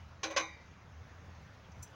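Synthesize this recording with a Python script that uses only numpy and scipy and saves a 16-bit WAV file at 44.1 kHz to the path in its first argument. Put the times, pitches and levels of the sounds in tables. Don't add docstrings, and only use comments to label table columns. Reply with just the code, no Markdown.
import sys
import numpy as np
from scipy import signal
from scipy.fft import rfft, irfft
from scipy.io import wavfile
from scipy.ndimage import uniform_filter1d

SR = 44100
rng = np.random.default_rng(int(sys.argv[2]) if len(sys.argv) > 2 else 0)


def to_wav(sig):
    pcm = np.clip(np.atleast_2d(sig), -1, 1) * 32767
    pcm = np.round(pcm).astype(np.int16)
    wavfile.write(sys.argv[1], SR, pcm.T)


N = 85995



def amp(db):
    return 10 ** (np.asarray(db) / 20)


def unit(x):
    return x / np.sqrt(np.mean(x ** 2) + 1e-20)


def along(points, hz):
    point_hz, values = np.transpose(points)
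    return np.interp(np.log(hz + 1), np.log(point_hz + 1), values)


def level(rows):
    seconds = np.arange(N) / SR
    return amp(np.interp(seconds, *np.transpose(rows)))


def tilt(hz, slope_db):
    octaves = np.log2(np.clip(hz, 400, 5000) / 1500)
    return amp(slope_db * octaves)


def noise(spectrum, slope_db=0):
    hz = np.fft.rfftfreq(N, 1 / SR)
    white = rfft(rng.standard_normal(N))
    coloured = white * amp(along(spectrum, hz)) * tilt(hz, slope_db)
    return unit(irfft(coloured, N))


def fade(t, t60):
    return np.exp(-np.log(1000) * t / t60)


def rise(t, seconds):
    return 1 - np.exp(-t / max(seconds, 1e-4))


def ring(t, hz, t60):
    return np.sin(2 * np.pi * (hz * t + rng.random())) * fade(t, t60)


def die_by_band(x, t60s):
    hz, t, bands = signal.stft(x, SR, nperseg=256)
    t60 = along(t60s, hz)[:, None]
    return signal.istft(bands * fade(t, t60), SR, nperseg=256)[1][:len(x)]


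def add(track, s, sound):
    i = round(s * SR)
    track[i:i + len(sound)] += sound[:N - i]


def patchy(x, depth_db):
    bands = signal.stft(x, nperseg=512)[2]
    field = rng.standard_normal(bands.shape)
    field = uniform_filter1d(field, size=6, axis=0)
    field = uniform_filter1d(field, size=10, axis=1)
    gains = amp(depth_db * unit(field))
    return unit(signal.istft(bands * gains, nperseg=512)[1][:N])


def traffic():
    # (time [s], level [dB])
    rumble_level = [(0.0, -50.5), (0.336, -62), (0.362, -58), (0.472, -61), (0.542, -54), (0.57, -62),
                    (0.732, -55), (0.754, -62), (1.026, -48.5), (1.052, -57.5), (1.194, -53), (1.21, -57.5),
                    (1.27, -51), (1.656, -59.5), (1.814, -47), (1.868, -63), (1.922, -56.5), (1.95, -61)]
    # (frequency [Hz], relative level per Hz [dB])
    rumble_colour = [(20, -25), (42, -19.5), (62, -11.5), (78, 4.5), (95, -5.5), (122, -8), (155, -16),
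                     (210, -23), (400, -66)]
    # (time [s], level [dB])
    hiss_level = [(0, -58.5), (.2, -60.5), (.7, -60), (.9, -60.5), (1.1, -58.5), (1.32, -58.5),
                  (1.62, -58.5), (1.95, -59)]
    # (frequency [Hz], relative level per Hz [dB])
    hiss_colour = [(30, -29.5), (170, 9.5), (340, -1.5), (600, 1.5), (1100, 0.5), (1800, -2), (3000, -10),
                   (4500, -15), (6500, -14), (7400, -29), (8600, -45), (10800, -32), (13200, -62),
                   (15300, -27)]
    rumble = noise(rumble_colour)
    own_swell = np.sqrt(np.abs(uniform_filter1d(rumble ** 2, size=2200)) + 1e-6)
    steady_rumble = rumble / own_swell
    hiss = patchy(noise(hiss_colour), depth_db=1.75)
    return level(rumble_level) * steady_rumble + level(hiss_level) * hiss


def park(x):
    # (frequency [Hz], t60 [s])
    echo_t60 = [(200, 0.23), (1000, 0.29), (3000, 0.22), (8000, 0.46)]
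    tail = die_by_band(rng.standard_normal(SR // 2), echo_t60)
    return signal.fftconvolve(x, tail / np.linalg.norm(tail))[:N]


def ticks():
    # (time [s], level [dB])
    tick_times = [(1.718, -61), (1.875, -61)]
    # (frequency [Hz], relative level per Hz [dB])
    tick_colour = [(2500, -28), (4500, -4), (6300, 8), (7200, -16), (8500, -30), (15000, -32)]
    out, t = np.zeros(N), np.arange(SR // 10) / SR
    for s, db in tick_times:
        burst = noise(tick_colour)[:len(t)] * fade(t, t60=0.061)
        add(out, s, amp(db) * burst)
    return out


def clinks():
    # (time [s], level [dB])
    touches = [(0.309, -63.5), (1.8232, -60), (1.828, -49)]
    # (frequency [Hz], relative level [dB], t60 [s])
    clink_modes = [(6023, 1.5, 0.11), (7200, 4.5, .03), (7500, -8, 0.089), (8300, -9.5, 0.11),
                   (9787, -6, .05), (10920, -9, 0.037), (12000, -18, .055), (15530, -19, 0.054)]
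    # (frequency [Hz], relative level per Hz [dB])
    scrape_colour = [(2000, -30), (5000, -3), (5950, 6), (7300, -1), (8700, -9), (11800, -3), (13300, -29),
                     (14400, -14), (15500, 2.5)]
    scrape_db, scrape_t60, rise_s = 3.5, 0.066, 0.00085
    out, t = np.zeros(N), np.arange(SR // 4) / SR
    for s, db in touches:
        tones = sum(amp(mode_db) * ring(t, hz, t60) for hz, mode_db, t60 in clink_modes)
        scrape = amp(scrape_db) * noise(scrape_colour)[:len(t)] * fade(t, scrape_t60)
        add(out, s, amp(db) * rise(t, rise_s) * (tones + scrape))
    return out


def mode(t, hz, t60, swell_s):
    return np.sin(2 * np.pi * hz * t) * fade(t, t60) * rise(t, swell_s) ** 2


def clatter(t, slope_db):
    # (frequency [Hz], relative level per Hz [dB])
    clatter_colour = [(100, -50), (260, -9.5), (410, -10.5), (540, 4.5), (680, -8.5), (800, -1.5),
                      (900, -11.5), (1080, 3.5), (1270, -7.5), (1600, -0.5), (2450, -2.5), (3200, -2),
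                      (4300, -5), (5300, -7), (6350, -2), (7400, -24), (8800, -36.5), (11000, -34),
                      (13500, -53), (15500, -39)]
    # (frequency [Hz], t60 [s])
    clatter_t60 = [(300, 0.17), (900, 0.33), (1800, 0.15), (5000, 0.089), (12000, 0.17)]
    return die_by_band(noise(clatter_colour, slope_db)[:len(t)], clatter_t60)


def cluster(t, hz, spread_hz, t60, count):
    if spread_hz < 1:
        return ring(t, hz, t60)
    places = (np.arange(count) + rng.random(count)) * 2 / count - 1
    return sum(ring(t, hz + spread_hz * place, t60) for place in places) / np.sqrt(count)


def bar_ring(t, ring_db, slope_db):
    # (frequency [Hz], spread to each side [Hz], relative level [dB], t60 [s])
    bar_clusters = [(1940, 35.5, -19.5, 0.76), (2067, 29.5, -22.5, 0.78), (2286, 0, -15.5, 0.53),
                    (2360, 47.5, -22, 0.82), (3764, 120, -17, 0.44), (4740, 54.5, -38, 0.99),
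                    (6100, 149, -8.5, 0.22), (6460, 84, -28, 0.2)]
    total = np.zeros(len(t))
    for hz, spread_hz, db, t60 in bar_clusters:
        gain = amp(db + ring_db) * tilt(hz, slope_db)
        total += gain * cluster(t, hz, spread_hz, t60, count=7)
    return total * rise(t, 0.0047)


def knocks():
    # (time [s], level [dB], clatter level [dB], long ring level [dB],
    # tilt [dB per octave], rise time constant [s], contact [0 slip, 1 shudder, 2 thud, 3 seat])
    blows = [(0.2314, -35, 1, -5.5, 4, 0.0017, 0), (.299, -40.5, 0.11, 5, -2, 0.0088, 1),
             (.3628, -29, -0.87, -4, 0, 0.0012, 2), (0.3702, -28, -1.4, -1.5, 2.5, 0.00072, 3)]
    # (frequency [Hz], t60 [s], swell time constant [s],
    # then the relative level on a slip [dB], shudder [dB], thud [dB], seat [dB])
    frame_modes = [(323, 0.18, 0.086, 20, -9, -29, 10), (426, 0.052, 0.0011, -2.5, -16, -34, -48),
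                   (503, 0.095, 0.015, 5, -6, -18, -32), (556.6, 0.075, 0.00067, -7, 11.5, 4.5, -35),
                   (793, 0.061, 0.021, 18, -14, -28, -24), (824, 0.41, 0.0027, -15, -28, -29, -19.5),
                   (1018, 0.23, .02, -22, -2, -39, -3), (1038, .12, 0.0014, -25, 2, -15, 0),
                   (1086.4, 0.098, 0.0014, 0.5, -21, 0, -22), (1128, 0.17, 0.0052, -16, -37, -21, 0.5),
                   (1157, 0.22, 0.0012, -27, -18, -23, -14.5), (1488, 0.18, 0.0016, -10, -31, -7, -20.5),
                   (1556, 0.11, 0.0017, -19, -7, -26, -3), (1754, 0.084, 0.0023, -35, -11, -28, -8),
                   (1959, 0.15, 0.004, -21, -1.5, -1, -6), (2144, 0.37, 0.013, -40, -14, -30, -10.5),
                   (2360, 0.16, 0.0013, -8, -19, -16, -8), (2459, 0.27, 0.0025, -10, -8.5, -26, -11.5),
                   (2570, 0.063, .003, -28, -26, -9, 0), (2963, .14, 0.0035, -9, -22, -26, -8),
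                   (3941, 0.057, 0.0065, 4, -17, -19, -13), (4027, 0.22, 0.0076, -8, -17, -21, -11),
                   (4640, 0.053, 0.0036, -22, -27, -22, -7), (5110, 0.11, .003, -7, -35, -22, -8.5)]
    # (time [s], level [dB], tilt [dB per octave])
    rebounds = [(.239, -34.5, 0.5), (0.25, -42, -4.5), (0.3091, -45.5, -9.5), (.318, -48, -3),
                (0.4013, -39.5, -2)]
    out, t = np.zeros(N), np.arange(SR * 3 // 4) / SR
    modes = np.array([mode(t, *row[:3]) for row in frame_modes])
    strengths = amp(np.array(frame_modes)[:, 3:].T)
    for s, db, clatter_db, ring_db, slope_db, rise_s, contact in blows:
        frame = strengths[round(contact)] @ modes
        rattle = amp(clatter_db) * clatter(t, slope_db)
        bar = bar_ring(t, ring_db, slope_db)
        add(out, s, amp(db) * rise(t, rise_s) * (frame + rattle + bar))
    for s, db, slope_db in rebounds:
        add(out, s, amp(db) * rise(t, 0.00055) * clatter(t, slope_db))
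    return out


def scene():
    echo_db = -16
    metal = knocks() + clinks() + ticks()
    return (metal + amp(echo_db) * park(metal) + traffic())[None]


def record(dry):
    top_hz = 15850
    low_pass = signal.ellip(12, .1, 80, top_hz, fs=SR, output="sos")
    return signal.sosfilt(low_pass, dry)


dry = scene()
out = record(dry)
to_wav(out)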